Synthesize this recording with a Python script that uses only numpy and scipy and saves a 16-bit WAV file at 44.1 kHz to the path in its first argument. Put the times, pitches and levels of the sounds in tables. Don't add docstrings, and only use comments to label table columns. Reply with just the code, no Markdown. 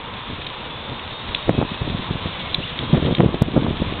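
import sys
import numpy as np
from scipy import signal
from scipy.fft import rfft, irfft
from scipy.io import wavfile

SR = 44100
rng = np.random.default_rng(int(sys.argv[2]) if len(sys.argv) > 2 else 0)


def store_wav(level_fs):
    pcm = np.round(np.clip(np.atleast_2d(level_fs), -1, 1) * 32767)
    wavfile.write(sys.argv[1], SR, pcm.T.astype(np.int16))


N = 176400
T = np.arange(N) / SR
BINS_HZ = np.maximum(np.arange(N // 2 + 1) * SR / N, 1)


def undb(db):
    return 10 ** (np.asarray(db) / 20)


def unit(x):
    return x / np.sqrt(np.mean(x ** 2))


def curve(rows, column=1):
    rows = np.array(rows)
    return np.interp(T, rows[:, 0], rows[:, column])


def gate(start_s, end_s, edge_s):
    return np.clip(np.minimum(T - start_s, end_s - T) / edge_s + .5, 0, 1)


def shape(points):
    hz, db = np.array(points).T
    return undb(np.interp(np.log(BINS_HZ), np.log(hz), db))


def filtered(x, gain):
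    return irfft(rfft(x) * gain, N)


def lowpass(x, hz):
    return signal.sosfilt(signal.ellip(8, .2, 70, hz, fs=SR, output="sos"), x)


def minimum_phase(gain):
    cepstrum = irfft(np.log(gain), N)
    fold = np.r_[1, np.full(N // 2 - 1, 2), 1, np.zeros(N // 2 - 1)]
    return np.exp(rfft(cepstrum * fold))


def noise(spectrum):
    return unit(filtered(rng.standard_normal(N), shape(spectrum)))


def drift(rate_hz):
    return unit(filtered(rng.standard_normal(N), np.exp(-(BINS_HZ / rate_hz) ** 2)))


# f/Hz, level/dB
TRAFFIC_SPECTRUM = [(20, -5.5), (90, -8.5), (200, -7.5), (350, -3.5), (480, 1), (700, -2.5), (1020, 4.5),
                    (1350, -2.5), (1900, -8.5), (3000, -6.5), (4500, -22.5)]


def traffic(level_db=-34.5, swell_db=.5, flicker_db=1.1):
    wash, out = noise(TRAFFIC_SPECTRUM), 0
    for octave in range(4, 14):
        band = np.clip(1 - np.abs(np.log2(BINS_HZ) - octave), 0, 1)
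        out += filtered(wash, band) * undb(flicker_db * drift(7))
    return unit(out) * undb(level_db + swell_db * drift(2.9))


# f/Hz, level/dB
RUMBLE_SPECTRUM = [(15, -11.5), (35, -4), (70, 0.5), (130, -1), (220, -4), (400, -13.5), (700, -15),
                   (1500, -44), (4000, -66.5)]
# f/Hz, level/dB
BLAST_SPECTRUM = [(20, -18), (60, -7), (130, 4), (250, 1.5), (400, -3), (700, -15), (1200, -27),
                  (2200, -37), (4000, -53.5)]
# t/s, level/dB
BREEZE_LEVELS = [(0, -37.5), (.8, -37.5), (1.4, -36), (2, -30.5), (2.5, -35.5), (3, -32), (3.5, -30.5),
                 (4, -25.5)]
# t/s, length/s, level/dB
GUST_EVENTS = [(0.288, 0.065, -34), (0.875, .07, -33.5), (1.284, 0.084, -31.5), (1.468, 0.064, -23),
               (1.537, .1, -27), (1.844, 0.049, -26.5), (1.909, 0.13, -31), (2.106, 0.095, -38),
               (2.242, 0.088, -28.5), (2.582, 0.037, -27), (2.767, .15, -27), (2.928, 0.078, -14.5),
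               (3.034, .095, -16.5), (3.175, 0.079, -18), (3.278, 0.099, -29.5), (3.406, 0.037, -24.5),
               (3.544, .048, -14.5), (3.591, .115, -20), (3.799, 0.03, -19), (3.863, 0.043, -28)]


def wind(edge_s=.021, rough_db=5, knee_db=-28.5):
    force = np.zeros(N)
    for start_s, length_s, db in GUST_EVENTS:
        force += undb(db) * gate(start_s, start_s + length_s, edge_s)
    bright = force ** 2 / (force ** 2 + undb(knee_db) ** 2)
    air = np.sqrt(1 - bright) * noise(RUMBLE_SPECTRUM) + np.sqrt(bright) * noise(BLAST_SPECTRUM)
    breeze = unit(noise(RUMBLE_SPECTRUM) * undb(2.5 * drift(21)))
    gusts = unit(air * undb(rough_db * drift(63)))
    return force * gusts + undb(curve(BREEZE_LEVELS)) * breeze


# t/s, level/dB, half width/ms
EDDY_EVENTS = [(1.494, 0, 0.49), (1.501, -15.5, 6.1), (1.511, -15.5, 1.7), (1.544, -13.5, 1.2),
               (1.582, -10.5, 1.1), (1.59, -8, 1.5), (1.615, -9.5, 0.48), (1.627, -9, 0.46),
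               (1.652, -17.5, 1.9), (1.72, -18, 1.8), (1.82, -10.5, 1.9), (1.904, -12.5, 2.2),
               (1.951, -13.5, 1.66), (2.111, -15, 1.7), (2.157, -19.5, 1.9), (2.258, -15, 1.7),
               (2.836, -18.5, 1.2), (2.933, -7, 1.4), (2.949, -10.5, 1), (2.979, -4.5, 1.8),
               (3.027, -8.5, 1.4), (3.052, -8.5, 1.2), (3.089, -9, 1.2), (3.11, -7, 1),
               (3.127, -10.5, 0.97), (3.184, -12.5, 1.3), (3.199, -5, 0.84), (3.205, -1.5, 0.39),
               (3.209, -7.5, 0.61), (3.237, -8.5, 1), (3.246, -6.5, 0.79), (3.262, -1.5, 1.4),
               (3.29, -11, 1.4), (3.344, -11, .75), (3.421, -1.5, 1.6), (3.486, -15, 0.77),
               (3.565, -4.5, 0.82), (3.578, -6, 1.3), (3.632, -18.5, 0.51), (3.666, -13, 0.33),
               (3.685, -10, 1.4), (3.711, -13.5, 1.3), (3.824, -18, 4.8), (3.925, -17.5, 1)]


def eddies(wake_db=-6.5, wake_s=.0036, highpass_hz=56):
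    swing, wake = np.zeros(N), np.zeros(N)
    for at_s, db, half_ms in EDDY_EVENTS:
        u = (T - at_s) / (half_ms / 1000)
        swing += undb(db) * 3 * u / (1 + u * u / 2) ** 3
        wake += undb(db) * np.exp(-np.abs(T - at_s) / wake_s)
    pressure = swing + undb(wake_db) * wake * noise(BLAST_SPECTRUM)
    return filtered(pressure, BINS_HZ ** 2 / (BINS_HZ ** 2 + highpass_hz ** 2))


# t/s, peak level/dB, roll-off f/Hz
CRACK_EVENTS = [(1.4948, -28, 5540), (2.9325, -46, 6000), (3.4231, -13, 7460)]


def cracks(highpass_hz=3000):
    out = 0
    for at_s, db, rolloff_hz in CRACK_EVENTS:
        gain = BINS_HZ / (BINS_HZ + highpass_hz) / (1 + (BINS_HZ / rolloff_hz) ** 2)
        snap = filtered(signal.unit_impulse(N, int(at_s * SR)), gain)
        out += undb(db) * snap / np.abs(snap).max()
    return out


# f/Hz, level/dB
TYRE_SPECTRUM = [(300, -10), (1000, -14.5), (1800, -6), (2350, -5), (3000, -4), (3500, 2.5), (3750, 3),
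                 (4100, 0), (5000, -17.5)]
# t/s, level/dB
TYRE_LEVELS = [(0, -38.5), (.2, -34), (.55, -35), (1, -35), (1.45, -33), (2, -31.5), (2.65, -30.5),
               (3.05, -32), (3.3, -37.5), (3.6, -35.5), (4, -31)]


def tyres(grains_per_s=240, grit_db=-10.5, spread_db=11, flicker_db=1.25):
    grains = (rng.random(N) < grains_per_s / SR) * rng.choice([-1, 1], N)
    sizes = undb(spread_db * np.minimum(rng.exponential(size=N), 4))
    grit = unit(filtered(grains * sizes, shape(TYRE_SPECTRUM)))
    rolling = noise(TYRE_SPECTRUM) + undb(grit_db) * grit
    return rolling * undb(curve(TYRE_LEVELS) + flicker_db * drift(24))


def squeak(at_s=2.637, half_width_s=.0093, centre_hz=2830, rise_hz_per_s=21000, level_db=-25):
    age = T - at_s
    phase = 2 * np.pi * (centre_hz * age + .5 * rise_hz_per_s * age ** 2)
    return undb(level_db) * np.exp(-(age / half_width_s) ** 2) * np.sin(phase)


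# f/Hz, level/dB
FRAME_SPECTRUM = [(300, -24.5), (1300, -19), (1900, -7), (2400, -2), (3000, -5.5), (3650, 4.5),
                  (4200, -1.5), (5500, -11)]
# t/s, peak level/dB, chatter/ms, ring f/Hz
CLICK_EVENTS = [(.4655, -12.5, 11, 3960), (0.993, -21.5, 6, 2550), (1.3477, 0.5, 1.5, 3490),
                (2.5447, 3, 2.8, 3565), (2.79, -8, 1.8, 3320), (3.149, -10.5, 3.7, 3950),
                (3.183, -17, 2.3, 2590), (3.937, -15, 3.3, 3610)]


def frame_clicks(strike_db=17, tail_db=-13.5, tail_s=.0036, bandwidth_hz=1900):
    out, body = 0, minimum_phase(shape(FRAME_SPECTRUM))
    for at_s, db, chatter_ms, ring_hz in CLICK_EVENTS:
        age = np.maximum(T - at_s, 0)
        chatter = np.exp(-(age * 1000 / chatter_ms) ** 4)
        tail = undb(tail_db) * np.exp(-age / tail_s)
        force = (T > at_s) * (chatter + tail) * rng.standard_normal(N)
        force[int(at_s * SR)] += undb(strike_db)
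        click = filtered(force, body / (1 + 2j * (BINS_HZ - ring_hz) / bandwidth_hz))
        out += undb(db) * click / np.abs(click).max()
    return out


# t/s, f/Hz, level/dB
WHINE_CURVES = [
    [(.7, 3450, -36), (.74, 3465, -34), (.9, 3570, -47), (1.05, 3665, -46), (1.17, 3685, -35),
     (1.29, 3830, -38), (1.4, 3735, -43), (1.52, 3810, -39), (1.75, 3900, -54)],
    [(1.53, 2580, -46.5), (1.63, 2550, -45), (1.8, 2600, -42), (1.92, 2580, -46.5)],
    [(2.14, 2420, -44), (2.3, 2330, -51), (2.5, 2160, -44)],
    [(2.78, 3310, -53), (2.92, 3240, -38.5), (3.08, 3205, -44), (3.18, 3200, -38.5)],
]


def motors(fade_s=.025, waver=.002, flutter_db=2.6):
    out = 0
    for rows in WHINE_CURVES:
        hz = curve(rows) * (1 + waver * drift(40))
        tone = np.sqrt(2) * np.sin(2 * np.pi * np.cumsum(hz) / SR)
        gain = undb(curve(rows, column=2) + flutter_db * drift(6.7))
        out += gate(rows[0][0], rows[-1][0], fade_s) * gain * tone
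    return out


def scene():
    return (wind() + eddies() + traffic() + tyres() + motors() + frame_clicks() + squeak())[None]


def record(dry):
    ceiling, rate_hz = .68, 8000
    edge_hz, skirt_hz, top_hz = 3836, 4400, 15850
    clipped = dry / (1 + (dry / ceiling) ** 8) ** (1 / 8)
    band = filtered(clipped, BINS_HZ < rate_hz / 2)
    mirrored = band * (1 + 2 * np.cos(2 * np.pi * rate_hz * T))
    smooth = filtered(mirrored, 1 / (1 + (BINS_HZ / edge_hz) ** 22))
    return lowpass(lowpass(smooth, skirt_hz) + cracks(), top_hz)


dry = scene()
out = record(dry)
store_wav(out)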